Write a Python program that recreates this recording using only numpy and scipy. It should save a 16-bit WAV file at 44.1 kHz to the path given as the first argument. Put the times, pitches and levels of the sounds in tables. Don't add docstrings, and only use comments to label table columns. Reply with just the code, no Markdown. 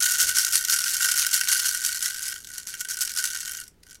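import sys
import numpy as np
from scipy import signal
from scipy.fft import rfft, irfft, next_fast_len
from scipy.io import wavfile
from scipy.ndimage import map_coordinates

SR = 44100
rng = np.random.default_rng(int(sys.argv[2]) if len(sys.argv) > 2 else 0)


def pcm_store(signal):
    levels = np.round(np.clip(np.atleast_2d(signal), -1, 1) * 32767)
    wavfile.write(sys.argv[1], SR, levels.astype(np.int16).T)


N = 176400
BURST_S = 0.0021


def amp(db):
    return 10 ** (np.asarray(db) / 20)


def unit(x):
    return x / np.sqrt(np.mean(x ** 2) + 1e-20)


def coloured(x, points):
    size = next_fast_len(N + SR // 2)
    hz, db = np.transpose(sorted(points))
    bins_hz = np.fft.rfftfreq(2 * size, 1 / SR)
    gain = unit(amp(np.interp(np.log(bins_hz + 1), np.log(hz + 1), db)))
    cepstrum = irfft(np.log(gain + 1e-6))
    cepstrum[1:size] *= 2
    cepstrum[size + 1:] = 0
    return irfft(rfft(x, 2 * size) * np.exp(rfft(cepstrum)))[:N]


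def placed(times, rows):
    at = np.round(times * SR).astype(int)[:, None] + np.arange(rows.shape[1])
    return np.bincount(at.ravel(), rows.ravel(), N)[:N]


def outdoor_rumble(level_db=-60, waver_db=0.2):
    # frequency in Hz, relative level in dB.
    spectrum = [(25, 0), (45, 2), (200, -8.5), (420, -11), (600, -20.5), (15000, -36.5)]
    waver = map_coordinates(rng.standard_normal(64), [np.arange(N) / SR * 10])
    return amp(level_db + waver_db * waver) * unit(coloured(rng.standard_normal(N), spectrum))


def handling_bumps(crest_s=0.028):
    # start in seconds, level at the crest in dB.
    bumps = [(0.199, -47.5), (0.271, -56), (.69, -61)]
    # frequency in Hz, relative level in dB.
    spectrum = [(30, 0), (110, -1.5), (300, -9), (650, -11.5), (1200, -40)]
    ages = [(np.maximum(np.arange(N) / SR - start, 0) / crest_s, db) for start, db in bumps]
    envelope = sum(amp(db) * age * np.exp(1 - age) for age, db in ages)
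    return envelope * unit(coloured(rng.standard_normal(N), spectrum))


def yard_echo(x, level_db=-12, delay_s=0.008):
    hz, t, noise = signal.stft(rng.standard_normal(SR // 2), SR, nperseg=128)
    t60_s = np.interp(hz, [6000, 15000], [0.15, 0.115])
    tail = signal.istft(noise * amp(-60 * t / t60_s[:, None]) * (t > delay_s), SR, nperseg=128)[1]
    return amp(level_db) * signal.fftconvolve(x, tail / np.linalg.norm(tail))[:N]


def panel_ring(x, width_hz=121):
    # resonance in Hz, gain in dB.
    panels = [(4430, -1.5), (5340, -15), (5690, -5), (6400, -8.5)]
    return x + sum(amp(db) * signal.lfilter(*signal.iirpeak(hz, hz / width_hz, SR), x)
                   for hz, db in panels)


def hollow_knocks(times, knock_db, rise_cycles=4.46, pitch_spread=0.011, scatter_db=2):
    # mode frequency in Hz, relative level in dB, seconds to fall 60 dB.
    modes = [(1500, 0.5, 0.023), (1555, -3.5, 0.025), (1912, -13, 0.032), (2232, -12.5, 0.019),
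             (2882, -13, 0.025), (3180, -14, 0.026)]
    # time in seconds, pitch ratio.
    grip = [(1.2, 0.98), (2.2, 0.998), (3.4, 0.981), (3.9, 1)]
    hz, db, t60_s = np.transpose(modes)
    share, polarity, detune = rng.standard_normal((3, len(times), len(modes)))
    t = np.arange(1400) / SR
    push = np.sign(polarity) * amp(knock_db[:, None] + db + scatter_db * share)
    pitch = hz * np.interp(times, *np.transpose(grip))[:, None] * (1 + pitch_spread * detune)
    rise = (1 - np.exp(-t * hz[:, None] / rise_cycles)) ** 2
    envelope = rise * amp(-60 * t / t60_s[:, None])
    tones = np.sin(2 * np.pi * pitch[:, :, None] * t)
    return placed(times, np.einsum('cm,mt,cmt->ct', push, envelope, tones))


def pellet_clicks(times, click_db, firm_db=-16.5, rise_s=0.00032, shell_t60_s=0.02, ping_t60_s=0.014):
    # frequency in Hz, relative level in dB.
    spectrum = [(600, -37), (1300, -16.5), (2000, -10.5), (2550, -12), (3000, -9), (3600, -7.5), (5700, -1),
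                (7600, -1), (10000, -1), (13000, -5), (15800, -16)]
    size = 700
    t = np.arange(size) / SR
    noise = rng.standard_normal((len(times), size))
    tilt, hump, spot = rng.standard_normal((3, len(times), 1))
    octaves = np.log2(np.clip(np.fft.rfftfreq(size, 1 / SR), 2500, 16000) / 7000)
    scatter_db = 2 * (tilt * octaves + hump * np.cos(2 * np.pi * octaves))
    treble_db = 0.09 * (click_db[:, None] - firm_db) * np.maximum(octaves, 0) ** 2
    colour = amp(scatter_db + treble_db)
    colour /= np.sqrt(np.mean(colour[:, np.abs(octaves) < 1] ** 2, axis=1, keepdims=True))
    shell_tail = amp(-27.5 - 60 * t / shell_t60_s)
    envelope = (np.exp(-(t / BURST_S) ** 0.92) + shell_tail) * (1 - np.exp(-t / rise_s))
    burst = irfft(rfft(noise) * colour, size) * envelope
    ping_hz = 6137 * np.exp(0.188 * spot)
    ping = amp(-9 - 60 * t / ping_t60_s) * np.sin(2 * np.pi * ping_hz * t)
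    clicks = placed(times, amp(click_db[:, None]) * (burst + ping))
    return coloured(panel_ring(clicks), spectrum)


def contacts(times, click_db, knock_db):
    heard = (times < N / SR) & (click_db > -90)
    return pellet_clicks(times[heard], click_db[heard]) + hollow_knocks(times[heard], knock_db[heard])


def swarm(power, per_s, scatter_db, knock_offset_db, knock_scatter_db=2.5, count=1600):
    chance = rng.random((count, 3))
    t, rate = np.arange(N) / SR, per_s * np.ones(N)
    times = np.interp(np.arange(count) + chance[:, 0], np.cumsum(rate) / SR, t, right=N / SR)
    click_scatter, knock_scatter = np.sqrt(12) * (chance[:, 1:].T - 0.5)
    force = unit(amp(scatter_db * click_scatter))
    energy = np.interp(times, t, power / rate) * force ** 2
    click_db = 10 * np.log10(energy / BURST_S + 1e-12)
    return contacts(times, click_db, click_db + knock_offset_db + knock_scatter_db * knock_scatter)


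def tumble(trim_db=-1.5, peak_per_s=240, halving_db=27):
    # time in seconds, relative level in dB.
    levels = [(0, -23.5), (0.329, -26), (.42, -23.5), (.62, -24.5), (0.671, -30), (.8, -25.5), (1.3, -26.5),
              (1.599, -22.5), (1.801, -27.5), (1.901, -25), (2.17, -31), (2.35, -32), (2.43, -41),
              (2.6, -35), (2.65, -46.5), (2.741, -34.5), (2.869, -45.5), (3.07, -30), (3.301, -28),
              (3.611, -33.5), (3.719, -73.5), (3.8, -78), (3.87, -50), (3.96, -48), (4, -77)]
    db = np.interp(np.arange(N) / SR, *np.transpose(levels))
    per_s = peak_per_s * 2 ** ((db - db.max()) / halving_db)
    return swarm(amp(db + trim_db) ** 2, per_s, scatter_db=4.5, knock_offset_db=-1)


def strikes(click_trim_db=-10.5, knock_trim_db=3, rebound_s=0.0028, rebound_db=-5.5):
    # time in seconds, relative click level in dB, relative knock level in dB.
    hits = [(0.0248, -5, -40), (0.1892, -11.5, -18), (0.384, 0, -20), (0.4476, -1, -20), (0.532, -3.5, -32),
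            (0.5546, 1.5, -46), (0.6492, -3.5, -22), (0.6839, -7.5, -20), (0.6981, -1, -16),
            (0.741, -8, -16), (0.7612, -4, -15.5), (0.7877, -4.5, -17), (0.804, -8.5, -31),
            (0.84, -5, -21.5), (0.8653, -17, -16), (0.9675, -6.5, -47), (1.0049, -24, -14),
            (1.0449, -6, -10), (1.0864, -6, -11.5), (1.1169, -2, -15.5), (1.195, -2.5, -18),
            (1.2467, -9, -14), (1.2655, -0.5, -18), (1.3413, -0.5, -17), (1.4111, -2.5, -9.5),
            (1.4865, -4.5, -35), (1.527, 0, -15), (1.655, -6, -14), (1.747, -5.5, -17.5),
            (1.8487, -3.5, -20), (1.862, -2.5, -27), (2.0248, -6, -19.5), (2.0581, -5.5, -16.5),
            (2.2812, -8.5, -44), (2.3246, -17, -21), (2.359, -21, -23), (2.4457, -18.5, -42.5),
            (2.4714, -21, -40), (2.5011, -27, -33), (2.5428, -21, -48), (2.5802, -12, -44),
            (2.6705, -13.5, -49.5), (2.7387, -18, -20), (2.8484, -14, -24.5), (2.8867, -11, -32.5),
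            (2.9702, -12, -27.5), (2.9885, -13, -31), (3.008, -5.5, -35), (3.0502, -9.5, -29),
            (3.0746, -10.5, -23), (3.0939, -15, -47), (3.1728, -6, -47), (3.186, -8, -23), (3.24, -5, -15),
            (3.2532, -7, -23), (3.3653, -41, -51), (3.407, -14, -27), (3.479, -15, -24),
            (3.5473, -21.5, -29), (3.5862, -29.5, -25.5), (3.615, -22.5, -30), (3.679, -25, -74),
            (3.833, -30, -51), (3.8663, -33, -40.5), (3.909, -26, -43), (3.917, -31.5, -38),
            (3.953, -37, -42.5)]
    times, click_db, knock_db = np.transpose(hits)
    click_db, knock_db = click_db + click_trim_db, knock_db + knock_trim_db
    rebound_times = times + rebound_s * (0.5 + rng.random(len(times)))
    return (contacts(times, click_db, knock_db)
            + contacts(rebound_times, click_db + rebound_db, knock_db + 2 * rebound_db))


def showers(trim_db=-0.5, edge_s=0.005):
    # start in seconds, length in seconds, relative level in dB.
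    landings = [(0.024, 0.045, -18), (0.085, 0.052, -21.5), (0.186, 0.062, -17), (0.274, 0.023, -17),
                (0.353, 0.063, -19.5), (0.522, 0.06, -20.5), (0.695, 0.046, -17.5), (0.854, 0.092, -22),
                (1.003, 0.065, -18.5), (1.086, 0.042, -20.5), (1.16, 0.073, -20), (1.331, 0.045, -17.5),
                (1.485, 0.058, -19), (1.558, 0.043, -25), (1.637, 0.07, -22.5), (1.828, 0.053, -25),
                (2.031, 0.056, -26), (2.218, 0.059, -27.5), (2.679, 0.04, -32.5), (2.8, 0.0098, -21.5),
                (2.897, 0.049, -27), (3.015, 0.014, -18.5), (3.175, 0.034, -23.5), (3.241, 0.044, -29)]
    t = np.arange(N) / SR
    power = np.zeros(N)
    for start, length, db in landings:
        gate = (np.tanh((t - start) / edge_s) - np.tanh((t - start - length) / edge_s)) / 2
        power += amp(db + trim_db) ** 2 * gate
    return swarm(np.abs(power), per_s=400, scatter_db=5, knock_offset_db=-4)


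def scene():
    rattle = showers() + tumble() + strikes()
    return (rattle + yard_echo(rattle) + outdoor_rumble() + handling_bumps())[None]


def record(dry, top_hz=15850):
    size = next_fast_len(N + SR // 2)
    passband = np.fft.rfftfreq(size, 1 / SR) < top_hz
    return irfft(rfft(dry, size) * passband, size)[:, :N]


dry = scene()
out = record(dry)
pcm_store(out)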